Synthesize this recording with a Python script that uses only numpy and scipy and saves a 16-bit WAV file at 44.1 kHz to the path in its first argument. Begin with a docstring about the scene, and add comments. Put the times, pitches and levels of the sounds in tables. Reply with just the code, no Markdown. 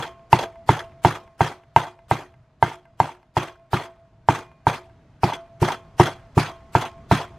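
"""Cleaver mincing meat on a board

A steel cleaver chops on a thick wooden board outdoors, close to a stereo microphone.
Dying sines make the board's knock, the table's thump, the dishes and the beating blade.
Shaped noise makes the soft lead-in to each knock, the rattle and the yard;
sparse echoes and a far wall answer."""
import sys
import numpy as np
from scipy import signal
from scipy.io import wavfile
from scipy.ndimage import uniform_filter1d

SR = 44100
rng = np.random.default_rng(int(sys.argv[2]) if len(sys.argv) > 2 else 0)


def to_wav(sig):
    """Store sig (one row per channel, or 1-D mono) as 16-bit WAV at the path in sys.argv[1].

    Samples outside -1..1 are clipped; the rate is SR.
    """
    pcm = np.clip(np.atleast_2d(sig), -1, 1) * 32767
    pcm = np.round(pcm).astype(np.int16)
    wavfile.write(sys.argv[1], SR, pcm.T)  # frames by channels


N = 325458
LEAD = SR // 10  # samples computed before the start, then cut


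def gain_of(db):
    """Decibels to a factor."""
    return 10 ** (np.asarray(db) / 20)


def panned(right_db):
    """Left and right gains, right_db down and up."""
    return gain_of([[-right_db], [right_db]])


def evened(x):
    """Scales to rms 1."""
    return x / np.sqrt(np.mean(x ** 2) + 1e-20)


def seconds(count):
    """Time axis of count samples."""
    return np.arange(count) / SR


def build_up(count, rise_s):
    """Exponential approach to 1."""
    return 1 - np.exp(-seconds(count) / rise_s)


def read(points, hz):
    """Reads a curve on a log-frequency axis."""
    f, value = np.transpose(points)
    return np.interp(np.log(hz + 1), np.log(f + 1), value)


def add(mix, s, sound):
    """Mixes a sound in at s seconds."""
    part = mix[..., LEAD + round(s * SR):][..., :sound.shape[-1]]
    part += sound[..., :part.shape[-1]]


def struck(modes, length_s, spread_db=0):
    """Dying sines; spread_db varies each mode's strength at random."""
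    t = seconds(round(length_s * SR))
    hz, db, t60 = np.transpose(modes)[:, :, None]
    db = db + spread_db * rng.standard_normal(db.shape)
    return (gain_of(db - 60 * t / t60) * np.sin(2 * np.pi * hz * t)).sum(0)


# Port difference. Each row: frequency in Hz, share of independent noise in dB.
PORT_UNLIKE = [(60, -30.5), (250, -20), (800, -15.5), (2000, -5.5), (5000, -1.5), (15000, -0.5)]
# Port phase. Each row: frequency in Hz, lead of the left port in radians.
PORT_LEAD = [(2000, 0), (6000, .1), (10000, 1.3), (16000, 3.0)]


def noise(colour, size, patchy_db):
    """Stereo coloured noise, patchy in time and frequency, as the two ports hear it."""
    frames = (N + LEAD) * 4 // size + 5
    hz = np.fft.rfftfreq(size, 1 / SR)
    a, b, c, d, patches = rng.standard_normal((frames, len(hz), 5)).T
    patches = uniform_filter1d(patches, size=8, axis=0)
    patches = evened(uniform_filter1d(patches, size=8, axis=1))
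    unlike = np.clip(gain_of(read(PORT_UNLIKE, hz)), 0, 1)[:, None]
    left = a + 1j * b
    right = np.sqrt(1 - unlike ** 2) * left + unlike * (c + 1j * d)
    right = right * np.exp(-1j * read(PORT_LEAD, hz))[:, None]
    spectra = np.array([left, right]) * gain_of(read(colour, hz)[:, None] + patchy_db * patches)
    waves = signal.istft(spectra, nperseg=size, noverlap=size * 3 // 4)[1]
    return evened(waves[:, :N + LEAD])


# Yard noise colour. Each row: frequency in Hz, relative density in dB per Hz.
YARD_COLOUR = [(15, -46), (25, -25), (48, -1.5), (87, -6), (117, 0.5), (180, -11.5), (229, -13),
               (545, -23.5), (676, -20.5), (753, -20.5), (6550, -46), (16000, -67)]
# Yard swell. Each row: time in seconds, relative rumble level in dB.
YARD_SWELL = [(0, -60.5), (.9, -59), (1.298, -64), (3.401, -68.5), (4.4, -64), (6.001, -58), (7.38, -55.5)]
TONE_HZ, TONE_DB = 633, -68


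def yard():
    """Distant rumble and air, coloured noise of slowly changing level, with one faint steady tone far off."""
    s, db = np.transpose(YARD_SWELL)
    t = seconds(N + LEAD) - LEAD / SR
    tone = gain_of(TONE_DB) * np.sin(2 * np.pi * TONE_HZ * t)
    rumble = noise(YARD_COLOUR, size=2048, patchy_db=1.5)
    return gain_of(np.interp(t, s, db) + 8.5) * rumble + tone


WALL_S, WALL_DB = .228, -30  # level before the high-pass


def near_echoes():
    """Sparse dull reflections from table and ground, a little unlike at the two ports."""
    count, spacing = SR // 2, 20
    taps = np.zeros((2, count))
    slots = np.arange(60, count - 20, spacing)
    at = slots + rng.integers(0, spacing, (2, len(slots)))
    np.put_along_axis(taps, at, rng.choice([-1., 1.], at.shape), 1)
    taps[1] = taps[0] + 0.41 * np.diff(taps[1], prepend=0)
    near = signal.lfilter([1], [1, -.7], taps) * gain_of(-60 * seconds(count) / 0.29)
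    return near * gain_of(-23.5) / np.linalg.norm(near[0])


def wall_echo():
    """One far wall scatters the treble back."""
    wall = np.zeros(SR // 2)
    scatter = rng.standard_normal(200) * np.exp(-np.arange(200) / 90)
    wall[round(WALL_S * SR):][:200] = gain_of(WALL_DB) * scatter / np.linalg.norm(scatter)
    return signal.sosfilt(signal.butter(2, 3000, "high", fs=SR, output="sos"), wall)


def surroundings(board, shaken):
    """Near reflections of board and shaken dishes; the far wall answers the board only."""
    near = signal.fftconvolve((board + shaken)[None], near_echoes(), axes=1)
    around = near + signal.fftconvolve(board, wall_echo())
    return around[:, :len(board)]


CREST_S, EARLY_S = .009, .0115  # crest after the knock; greatest advance
SOFT_DB, LOUD_DB = -41, -38  # table lead-in levels of no advance and of the greatest


def crest(s, lead_in_db):
    """Moment of the thump's crest: earlier where the lead-in noise is louder."""
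    advance = np.clip((lead_in_db - SOFT_DB) / (LOUD_DB - SOFT_DB), 0, 1)
    return s + CREST_S - EARLY_S * advance


# Chops. Each row: knock time in seconds, then relative levels in dB of knock, thump, lead-in noise,
# first landing, second landing and rock, then beat swell in seconds after the knock,
# then relative levels in dB of lower ring, upper ring and overtones.
CHOP_ROWS = [(-0.033, -5, -19, -40, -24.5, -39, -26, 0.111, -47, -40.5, -46.5),
             (0.33, -1.5, -12, -40.5, -16.5, -26.5, -20.5, 0.125, -34.5, -38, -52.5),
             (0.692, -4, -11, -42, -62, -27, -23, 0.157, -38, -44, -48),
             (1.0494, -1, -10, -42.5, -62, -38.5, -31, 0.118, -43.5, -59, -48),
             (1.408, -2.5, -12.5, -46, -29, -47, -39, 0.051, -65, -49, -61),
             (1.763, 0.45, -16, -65, -33.5, -51, -26.5, 0.108, -50.5, -45.5, -56),
             (2.1129, -3, -16.5, -41.5, -59, -59, -46.5, 0.077, -51.5, -59, -62),
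             (2.627, 0.9, -17.5, -57.5, -61, -47, -28.5, 0.126, -50, -48, -57),
             (3.0021, -2, -19.5, -57.5, -54, -64, -25.5, 0.124, -64.5, -55.5, -64),
             (3.3687, -9.5, -15.5, -48.5, -34, -67, -41, 0.115, -45, -47, -54),
             (3.7328, -8.5, -14.5, -45, -62, -40.5, -29, 0.156, -41.5, -46.5, -57.5),
             (4.2878, -2, -13, -58.5, -27, -39.5, -33, 0.114, -49, -82, -47),
             (4.6692, -5.5, -14, -62.5, -27, -46, -41, 0.063, -44.5, -58.5, -70.5),
             (5.2344, -4.5, -12, -48, -30, -24, -15, 0.172, -40.5, -37, -48.5),
             (5.6287, -13, -10.5, -35.5, -24, -24, -17, 0.188, -44, -72, -49),
             (5.9985, -5.5, -6, -40.5, -23.5, -42, -41, 0.121, -44.5, -47.5, -49),
             (6.3786, -8, -7.5, -38.5, -40, -36, -37, 0.144, -40.5, -55, -46.5),
             (6.7521, -2.5, -12.5, -45, -21.5, -29, -18.5, 0.095, -42.5, -40, -46),
             (7.1137, -4.5, -7, -46, -46, -45, -31, 0.108, -45.5, -42, -52)]
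LAND_S, RELAND_S = .052, .091  # after the thump crest


def landings():
    """Time and level of both landings of the dishes after every chop."""
    found = []
    for s, _, _, lead_in_db, first_db, second_db, *_ in CHOP_ROWS:
        crest_s = crest(s, lead_in_db)
        found += [(crest_s + LAND_S, first_db), (crest_s + RELAND_S, second_db)]
    return found


# Dish modes. Each row: frequency in Hz, relative level in dB, t60 in seconds.
DISH_MODES = [(888, -9, .04), (1570, -7, .05), (2060, -10, .05), (2430, -12, .06), (2690, -11, .04),
              (3130, -23, .22), (3230, -9, .07), (3370, -5, .06), (4050, -14, .04), (5110, -17, .025),
              (5960, -17, .03), (6180, -9, .03), (8110, -24, .02)]
LAND_PAN_DB, LAND_PAN_SPREAD_DB = 2.2, 2.0  # left over right


def clinks():
    """Each landing is a ms of chatter that rings the dishes, usually to the left."""
    out, t = np.zeros((2, N + LEAD)), seconds(300)
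    for s, db in landings():
        pan_db = LAND_PAN_DB + LAND_PAN_SPREAD_DB * rng.standard_normal()
        chatter = rng.standard_normal(len(t)) * np.exp(-t / .001)
        dishes = struck(DISH_MODES, .25, spread_db=2.5)
        sound = signal.fftconvolve(chatter / np.linalg.norm(chatter), dishes)
        add(out, s, gain_of(db - 5.0) * panned(-pan_db / 2) * sound)
    return out


# Rattle colour. Each row: frequency in Hz, relative density in dB per Hz.
RATTLE_COLOUR = [(120, -36.5), (200, -14), (366, -5), (465, -8.5), (899, -3), (3010, -17.5), (3300, -19),
                 (11900, -36), (16000, -44.5)]
USUAL_THUMP_DB = -12  # table level
RATTLE_DB, RATTLE_SLOPE = -22, 0.69  # at the usual thump; dB per dB of thump
SHAKE_RISE_S, SHAKE_DB_PER_S = 0.0013, 159
SETTLE_S, SETTLE_DB_PER_S = 0.12, 218.5  # extra decay once the dishes settle
LINGER_S, LINGER_DB, LINGER_DB_PER_S = .45, -31.5, 59.5  # faint buzz outlasting the shake


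def shaking():
    """Envelope of one shake: fast rise, decay that steepens as the dishes settle, faint linger."""
    t = np.arange(0, LINGER_S, 1 / SR)
    shake = gain_of(-SHAKE_DB_PER_S * t - SETTLE_DB_PER_S * np.maximum(t - SETTLE_S, 0))
    linger = gain_of(LINGER_DB - LINGER_DB_PER_S * t)
    return (shake + linger) * np.minimum(t / SHAKE_RISE_S, 1)


def rattle():
    """Table and dishes buzz in uneven grains, flaring at landings; soft noise swells in 30 ms before knocks."""
    count = N + LEAD
    level, lead_in = np.zeros(count), np.zeros(count)
    shake = shaking()
    before_s = np.arange(-.03, 0, 1 / SR)
    flare = np.exp(-seconds(1500) / .013) * build_up(1500, 0.0032)
    for s, _, thump_db, lead_in_db, *_ in CHOP_ROWS:
        shake_db = RATTLE_DB + RATTLE_SLOPE * (thump_db - USUAL_THUMP_DB)
        add(level, s - SHAKE_RISE_S / 2, gain_of(shake_db) * shake)
        add(lead_in, s + before_s[0], gain_of(lead_in_db + 20.5 + 1010 * before_s))
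    for s, db in landings():
        add(level, s, gain_of(db - 2.0) * flare)
    grains = gain_of(2.0 * evened(uniform_filter1d(rng.standard_normal(count), size=350)))
    buzz = noise(RATTLE_COLOUR, size=512, patchy_db=3.0)
    # about 250 random contacts per second keep the dishes singing
    contacts = level * rng.standard_normal(count) * (rng.random(count) < 250 / SR)
    ringing = gain_of(-13) * signal.oaconvolve(contacts, struck(DISH_MODES, 0.27))[:count]
    thinner = signal.lfilter([1, -.8], 1, buzz)
    return ringing + grains * (level * buzz + lead_in * thinner)


# Blade overtones. Each row: frequency in Hz, relative level in dB, t60 in seconds.
BLADE_OVERTONES = [(1071, 0, .7), (2051, -14, .6), (2433, -13, .6), (3128, -12, .3), (1857, -17, .4)]
# Hum mode. Each row: frequency in Hz, relative level in dB, t60 in seconds.
HUM_MODES = [(362, 3, .3)]
PAIR_HZ, PAIR_T60_S = (667, 674), .9
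FREE_S, HUM_S = .09, .1  # after the knock
HUM_DB, HUM_SLOPE = -43, 0.29  # relative, at the usual thump; dB per dB of thump


def blade():
    """Freed steel rings until the next chop damps it; two close modes beat, beside a short low hum."""
    out = np.zeros(N + LEAD)
    stops = [row[0] for row in CHOP_ROWS[1:]] + [N / SR + .1]
    for row, stop in zip(CHOP_ROWS, stops):
        s, _, thump_db, *_, swell_s, lower_db, upper_db, over_db = row
        ring = gain_of(over_db) * struck(BLADE_OVERTONES, stop - s - FREE_S, spread_db=3.5)
        t = seconds(len(ring))
        for hz, db in zip(PAIR_HZ, (lower_db, upper_db)):
            # both modes are in phase at swell_s
            phase = 2 * np.pi * hz * (t + FREE_S - swell_s)
            ring = ring + gain_of(db - 60 * t / PAIR_T60_S) * np.cos(phase)
        fades = np.clip(t / .015, 0, 1) * np.clip((t[-1] - t) / .01, 0, 1)
        add(out, s + FREE_S, ring * fades)
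        hum_db = HUM_DB + HUM_SLOPE * (thump_db - USUAL_THUMP_DB)
        hum = struck(HUM_MODES, 0.46)
        add(out, s + HUM_S, gain_of(hum_db) * hum * np.clip(seconds(len(hum)) / .02, 0, 1))
    return out


# Table modes. Each row: frequency in Hz, relative level in dB, t60 in seconds.
TABLE_MODES = [(126, -1, 0.12), (150.9, -6.5, 0.17), (103.4, -15, 0.3), (51.7, -23, 0.11)]
# Low board modes. Each row: frequency in Hz, relative level in dB, t60 in seconds.
LOW_BOARD_MODES = [(393.2, -8.5, 0.068), (356, -4, 0.095), (292.6, -7.5, 0.091), (235.4, -5, 0.064),
                   (196.5, -6.5, 0.093)]


def thumps():
    """The blow's weight pushes the table down slowly, rings low board modes; the table rebounds once."""
    out, push = np.zeros(N + LEAD), signal.windows.hann(200)
    for s, _, thump_db, lead_in_db, *_ in CHOP_ROWS:
        start = crest(s, lead_in_db) - .0085
        ring = -np.convolve(struck(TABLE_MODES, .35, spread_db=1.0), push / push.sum())
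        add(out, start, gain_of(thump_db + 4.0) * ring)
        add(out, start + 0.03446, gain_of(thump_db - 11.5) * ring)  # rebound
        low = struck(LOW_BOARD_MODES, .15, spread_db=3.0)
        add(out, start + 0.00099, -gain_of(thump_db + 3.0) * low * build_up(len(low), 0.0037))
    return out


# Board modes. Each row: frequency in Hz, relative level in dB, t60 in seconds.
BOARD_MODES = [(906, 7.5, 0.028), (789, -3.5, 0.059), (1142, -7.5, 0.029), (701, -12.5, 0.069),
               (497, -30, 0.017), (1320, -12, 0.004), (1280, -14, .03), (1570, -13.5, 0.069),
               (2036, -21, 0.062), (2053, -28, 0.14), (2340, -26.5, 0.015)]
ROCK_S, LAND_KNOCK_DB = .078, -4  # after the thump crest; knock relative to first landing


def rocks():
    """First landing and rocking back knock the board softly: its modes, struck over a few ms."""
    out = np.zeros(N + LEAD)
    for s, _, _, lead_in_db, first_db, _, rock_db, *_ in CHOP_ROWS:
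        for after_s, db in ((LAND_S, first_db + LAND_KNOCK_DB), (ROCK_S, rock_db)):
            ring = struck(BOARD_MODES, .15, spread_db=2.5)
            ring = ring * build_up(len(ring), 0.0042)
            add(out, crest(s, lead_in_db) + after_s, gain_of(db) * ring)
    return out


def knocks():
    """The edge meets the board with a tick; its modes build up within a millisecond and die."""
    out, contact, t = np.zeros(N + LEAD), signal.windows.hann(8), seconds(200)
    for s, knock_db, *_ in CHOP_ROWS:
        ring = gain_of(knock_db - 4.0) * struck(BOARD_MODES, .15, spread_db=3.0)
        ring = np.convolve(ring, contact / contact.sum())
        add(out, s - .0008, ring * build_up(len(ring), 0.00052))
        tick = signal.lfilter([1, 2, 1], [1, -.8], rng.standard_normal(len(t)))
        add(out, s - .0008, gain_of(knock_db - 41) * tick * np.exp(-t / 0.0012))
    return out


def scene():
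    """All sources; the board sits a little to the right and radiates little deep bass."""
    board = knocks() + rocks()
    shaken = rattle() + clinks()
    chop = board * panned(.55) + thumps() * panned(.15)
    chop = signal.sosfilt(signal.butter(2, 72, "high", fs=SR, output="sos"), chop)
    around = surroundings(board, shaken.mean(0))
    mix = chop + blade() * panned(.4) + shaken + around + yard()
    return mix[:, LEAD:]


EDGE_HZ = 15700


def record(dry):
    """Peaks flatten just under full scale; then a steep low-pass limits the band."""
    held = np.clip(dry, -.97, .97)
    low_pass = signal.firwin(511, EDGE_HZ, window=("kaiser", 9), fs=SR)
    return signal.oaconvolve(held, low_pass[None], "same")


dry = scene()
out = record(dry)
to_wav(out)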